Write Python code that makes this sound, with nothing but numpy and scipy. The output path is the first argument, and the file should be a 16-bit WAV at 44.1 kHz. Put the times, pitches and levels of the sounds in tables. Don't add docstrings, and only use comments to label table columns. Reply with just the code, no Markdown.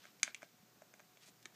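import sys
import numpy as np
from scipy import signal
from scipy.fft import rfft, irfft
from scipy.io import wavfile
from scipy.ndimage import uniform_filter1d

SR = 44100
rng = np.random.default_rng(int(sys.argv[2]) if len(sys.argv) > 2 else 0)


def to_wav(sig):
    pcm = np.clip(np.atleast_2d(sig), -1, 1) * 32767
    pcm = np.round(pcm).astype(np.int16)
    wavfile.write(sys.argv[1], SR, pcm.T)


def elevation(decibels):
    levels = np.asarray(decibels, float)
    return 10 ** (levels / 20)


N = 68355


def add(out, start_s, x):
    i = int(start_s * SR)
    out[i:i + len(x)] += x[:len(out) - i]


def filtered(x, order, hz, kind):
    return signal.sosfilt(signal.butter(order, hz, kind, fs=SR, output="sos"), x)


def band(x, low_hz, high_hz):
    return filtered(x, 2, [low_hz, high_hz], "band")


def unit(x):
    return x / np.sqrt(np.mean(x ** 2))


def decay(t, t60_s):
    return 1000. 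** (-t / t60_s)


def walk(rate_hz):
    hold = int(SR / rate_hz)
    steps = np.repeat(rng.standard_normal(N // hold + 1), hold)
    return unit(uniform_filter1d(uniform_filter1d(steps, hold), hold)[:N])


def shaped(spectrum):
    hz, db = np.array(spectrum, float).T
    bin_hz = np.arange(1, N // 2 + 2) * SR / N
    bin_db = np.interp(np.log(bin_hz), np.log(hz), db, left=-99, right=-99)
    return unit(irfft(rfft(rng.standard_normal(N)) * elevation(bin_db), N))


# freq [Hz], density [dB/Hz]
MURMUR_SPECTRUM = [(18, -95), (30, -69), (60, -12), (91, -21.5), (162, 0.5), (278, -3), (447, -5.5),
                   (706, -9.5), (1500, -9.5), (1950, -15), (3300, -120)]
# freq [Hz], density [dB/Hz]
HISS_SPECTRUM = [(880, -54), (1500, -36), (1800, -3.5), (2170, 0.5), (3200, -1.5), (6570, -0.5),
                 (10400, -10.5), (13800, -2), (15300, -4)]
# freq [Hz], level [dB rms]
HUM_LINES = [(120, -84), (731, -83.5)]
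MURMUR_DB, MURMUR_FLICKER_DB = -72, .8
HISS_DB, HISS_DRIFT_DB = -71, .4
HUM_WAVER_DB = 2.5


def background():
    t = np.arange(N) / SR
    out = elevation(MURMUR_DB + MURMUR_FLICKER_DB * walk(25.8)) * shaped(MURMUR_SPECTRUM)
    out += elevation(HISS_DB + HISS_DRIFT_DB * walk(3.7)) * shaped(HISS_SPECTRUM)
    for hz, level_db in HUM_LINES:
        line = np.sqrt(2) * np.sin(2 * np.pi * hz * t)
        out += elevation(level_db + HUM_WAVER_DB * walk(12.97)) * line
    return out


# start [s], length [s], level [dB],
# centre [Hz]
SCRAPES = [(-0.03, 0.15, -66, 3760), (0.406, 0.05, -65.5, 4100), (0.994, 0.012, -63, 1800),
           (1.208, 0.048, -64.5, 4700), (1.255, 0.048, -61.5, 6200), (1.424, 0.015, -67, 5700),
           (0.23, 0.086, -58.5, 3200), (1.194, 0.12, -70.5, 4600), (.352, 0.043, -67, 2800),
           (1.54, 0.038, -66.5, 4400)]
GRAINS_PER_S, GRAIN_SPREAD_DB, SCRAPE_EDGE = 3600, 2, 0.65


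def scrapes():
    out, t = np.zeros(N), np.arange(N) / SR
    for start_s, length_s, level_db, centre_hz in SCRAPES:
        chance, side, size = rng.random((N, 3)).T
        hit = chance < GRAINS_PER_S / SR
        grains = hit * np.sign(side - .5) * elevation(-GRAIN_SPREAD_DB * np.log(size + 1e-9))
        stroke = np.sin(np.pi * np.clip((t - start_s) / length_s, 0, 1)) ** SCRAPE_EDGE
        out += elevation(level_db) * stroke * unit(band(grains, centre_hz / 3.4, centre_hz * 1.4))
    return out


TILT_PIVOT_HZ, SCATTER_DB, DETUNE = 2200, 1, .004


def ring(modes, t, tilt_db=0.):
    hz, level_db, t60_s = np.array(modes, float).T[:, :, None]
    scatter, detune = rng.standard_normal((len(modes), 2)).T[:, :, None]
    since = np.maximum(t, 0)
    gain = elevation(level_db + tilt_db * np.log2(hz / TILT_PIVOT_HZ) + SCATTER_DB * scatter)
    tone = np.sin(2 * np.pi * hz * (1 + DETUNE * detune) * since)
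    return np.sum(gain * tone * decay(since, t60_s), axis=0)


def swell(t, rise_s):
    return (1 - np.exp(-np.maximum(t, 0) / rise_s)) ** 2


# freq [Hz], level [dB], t60 [s]
AIR_MODES = [(626.6, -2, 0.021), (303, -14.5, 0.041)]
# freq [Hz], level [dB], t60 [s]
RIM_MODES = [(5680, -14, 0.013), (6280, -0.5, 0.0052), (6590, 1, 0.0056), (7010, -11.5, 0.01),
             (7920, -15, 0.014), (9050, -17, 0.01), (9380, -19.5, 0.014), (10320, -24, 0.013),
             (11020, -21.5, 0.0048), (12500, -42, 0.0071), (13300, -29, 0.0076), (14500, -32, 0.0076)]
AIR_DB, RIM_DB, STRIKE_DB = 7, 5, 2.5
PUSH_S, SNAP_S = .0004, .0003
CRACK_DB, CRACK_T60_S = -12, 0.0081


def strikes(events, shell_modes, rim_late_s):
    out, t = np.zeros(N), np.arange(SR // 16) / SR
    rim_t = t - rim_late_s
    for start_s, level_db, air_db, rim_db, tilt_db_per_oct in events:
        crack = band(rng.standard_normal(len(t)), 3500, 3600) * decay(t, CRACK_T60_S)
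        shell = ring(shell_modes, t, tilt_db_per_oct)
        air = elevation(air_db + AIR_DB) * ring(AIR_MODES, t)
        rim = elevation(rim_db + RIM_DB) * (ring(RIM_MODES, rim_t) + elevation(CRACK_DB) * crack)
        hit = swell(t, PUSH_S) * (shell + air) + swell(rim_t, SNAP_S) * rim
        add(out, start_s, elevation(level_db + STRIKE_DB) * hit)
    return out


# start [s], level [dB], air re level [dB], rim re level [dB], shell tilt [dB/octave]
KNOCKS = [(.0414, -54, -12.5, -6.5, -12), (.0531, -50, -9.5, -9, -18.5), (.197, -57.5, -18, -3, 5.5),
          (.2303, -19.5, -33, 0, 2.5), (.2769, -36.5, -15.5, -28, -10), (.4200, -49, -15, -10, -15),
          (.4289, -45.5, -2, -9, -11), (.8196, -56, 2, -3, -17), (.9384, -50.5, -12, -5.5, -6),
          (.9925, -65, -5, 2, -15), (1.001, -54.5, -6.5, -4.5, -14), (1.281, -68.5, 5.5, -12, 1)]
# freq [Hz], level [dB], t60 [s]
SHELL_MODES = [(1020, -27, 0.004), (1350, -22, 0.03), (1563, -3.5, 0.012), (1830, -20.5, 0.0082),
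               (2195, -3.5, 0.02), (2355, -6, 0.021), (2754, -13, 0.0074), (3133, -12.5, 0.017),
               (3480, -9, 0.013), (3996, -10, 0.012), (4750, -5.5, 0.0091)]


def knocks():
    return strikes(KNOCKS, SHELL_MODES, rim_late_s=.0008)


# start [s], level [dB], pitch [Hz]
THUDS = [(0.429, -52, 204), (.54, -50, 220), (0.627, -46.5, 200), (1.022, -55, 175), (1.286, -49, 268),
         (1.303, -49.5, 198), (1.455, -46, 345), (.235, -47.5, 260), (0.589, -50, 102)]
THUD_T60_S, THUD_RISE_S = 0.036, 0.0054


def thuds():
    out, t = np.zeros(N), np.arange(SR // 8) / SR
    envelope = decay(t, THUD_T60_S) * (1 - np.exp(-t / THUD_RISE_S))
    for start_s, level_db, pitch_hz in THUDS:
        add(out, start_s, elevation(level_db) * np.sin(2 * np.pi * pitch_hz * t) * envelope)
    return out


# start [s], level [dB], air re level [dB], rim re level [dB], shell tilt [dB/octave]
TICKS = [(.3458, -33.5, -36, -6, -1.5), (.3502, -42, -42, -24, -6), (.3655, -60, -35, -19, -3),
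         (.4874, -68, -22, -20, 15), (1.1715, -55.5, -10, -8, 8.5), (1.428, -73, -22, 0, 12)]
# freq [Hz], level [dB], t60 [s]
STIFF_MODES = [(1650, -29, 0.006), (2150, -9.5, 0.0088), (2335, 1.5, 0.011), (2580, -5, 0.01),
               (3350, -4, .01), (3820, -13, 0.016), (4280, -16, 0.017)]


def ticks():
    return strikes(TICKS, STIFF_MODES, rim_late_s=.0002)


# start [s], level [dB], air re level [dB], rim re level [dB], shell tilt [dB/octave]
DROPS = [(1.4505, -58, -20, -20, -3), (1.4553, -39, -25.5, -4, 2.5), (1.4592, -55.5, -12, 3, 11)]
# freq [Hz], level [dB], t60 [s]
SPLIT_MODES = [(1290, -9, 0.019), (1787, 0.5, 0.013), (2230, -2, 0.016), (3180, -6.5, 0.01),
               (3750, -5.5, 0.013), (4160, -10, 0.012)]


def drops():
    return strikes(DROPS, SPLIT_MODES, rim_late_s=.0002)


# lag [s], level [dB]
ECHOES = [(.0025, -41.5), (.0048, -15.5), (.0085, -19), (.012, -25.5), (0.016, -20), (0.0232, -36)]
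ECHO_TOP_HZ = 7250
ROOM_DB, ROOM_RISE_S, ROOM_T60_S, ROOM_TREBLE_T60_S = -19.5, .012, 0.2, 0.15


def room(x):
    t = np.arange(SR // 2) / SR
    low = band(rng.standard_normal(len(t)), 430, 3000) * decay(t, ROOM_T60_S)
    high = band(rng.standard_normal(len(t)), 6000, 15600) * decay(t, ROOM_TREBLE_T60_S)
    tail = (low + high) * (1 - np.exp(-t / ROOM_RISE_S))
    tail /= np.sqrt(np.sum(tail ** 2))
    taps = np.zeros(len(t))
    for lag_s, level_db in ECHOES:
        add(taps, lag_s, elevation([level_db]))
    response = filtered(taps, 1, ECHO_TOP_HZ, "low") + elevation(ROOM_DB) * tail
    return x + signal.fftconvolve(x, response)[:N]


def scene():
    floor = background()
    in_pen = scrapes() + knocks() + ticks() + drops()
    near = filtered(room(in_pen) + thuds(), 4, 114, "high")
    return (near + floor)[None]


def low_pass(x):
    return signal.sosfilt(signal.butter(12, 15460, fs=SR, output="sos"), x)


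def record(dry):
    top_cut = signal.ellip(10, .2, 60, 15480, fs=SR, output="sos")
    mix = signal.sosfilt(top_cut, dry)
    return low_pass(mix)


dry = scene()
out = record(dry)
to_wav(out)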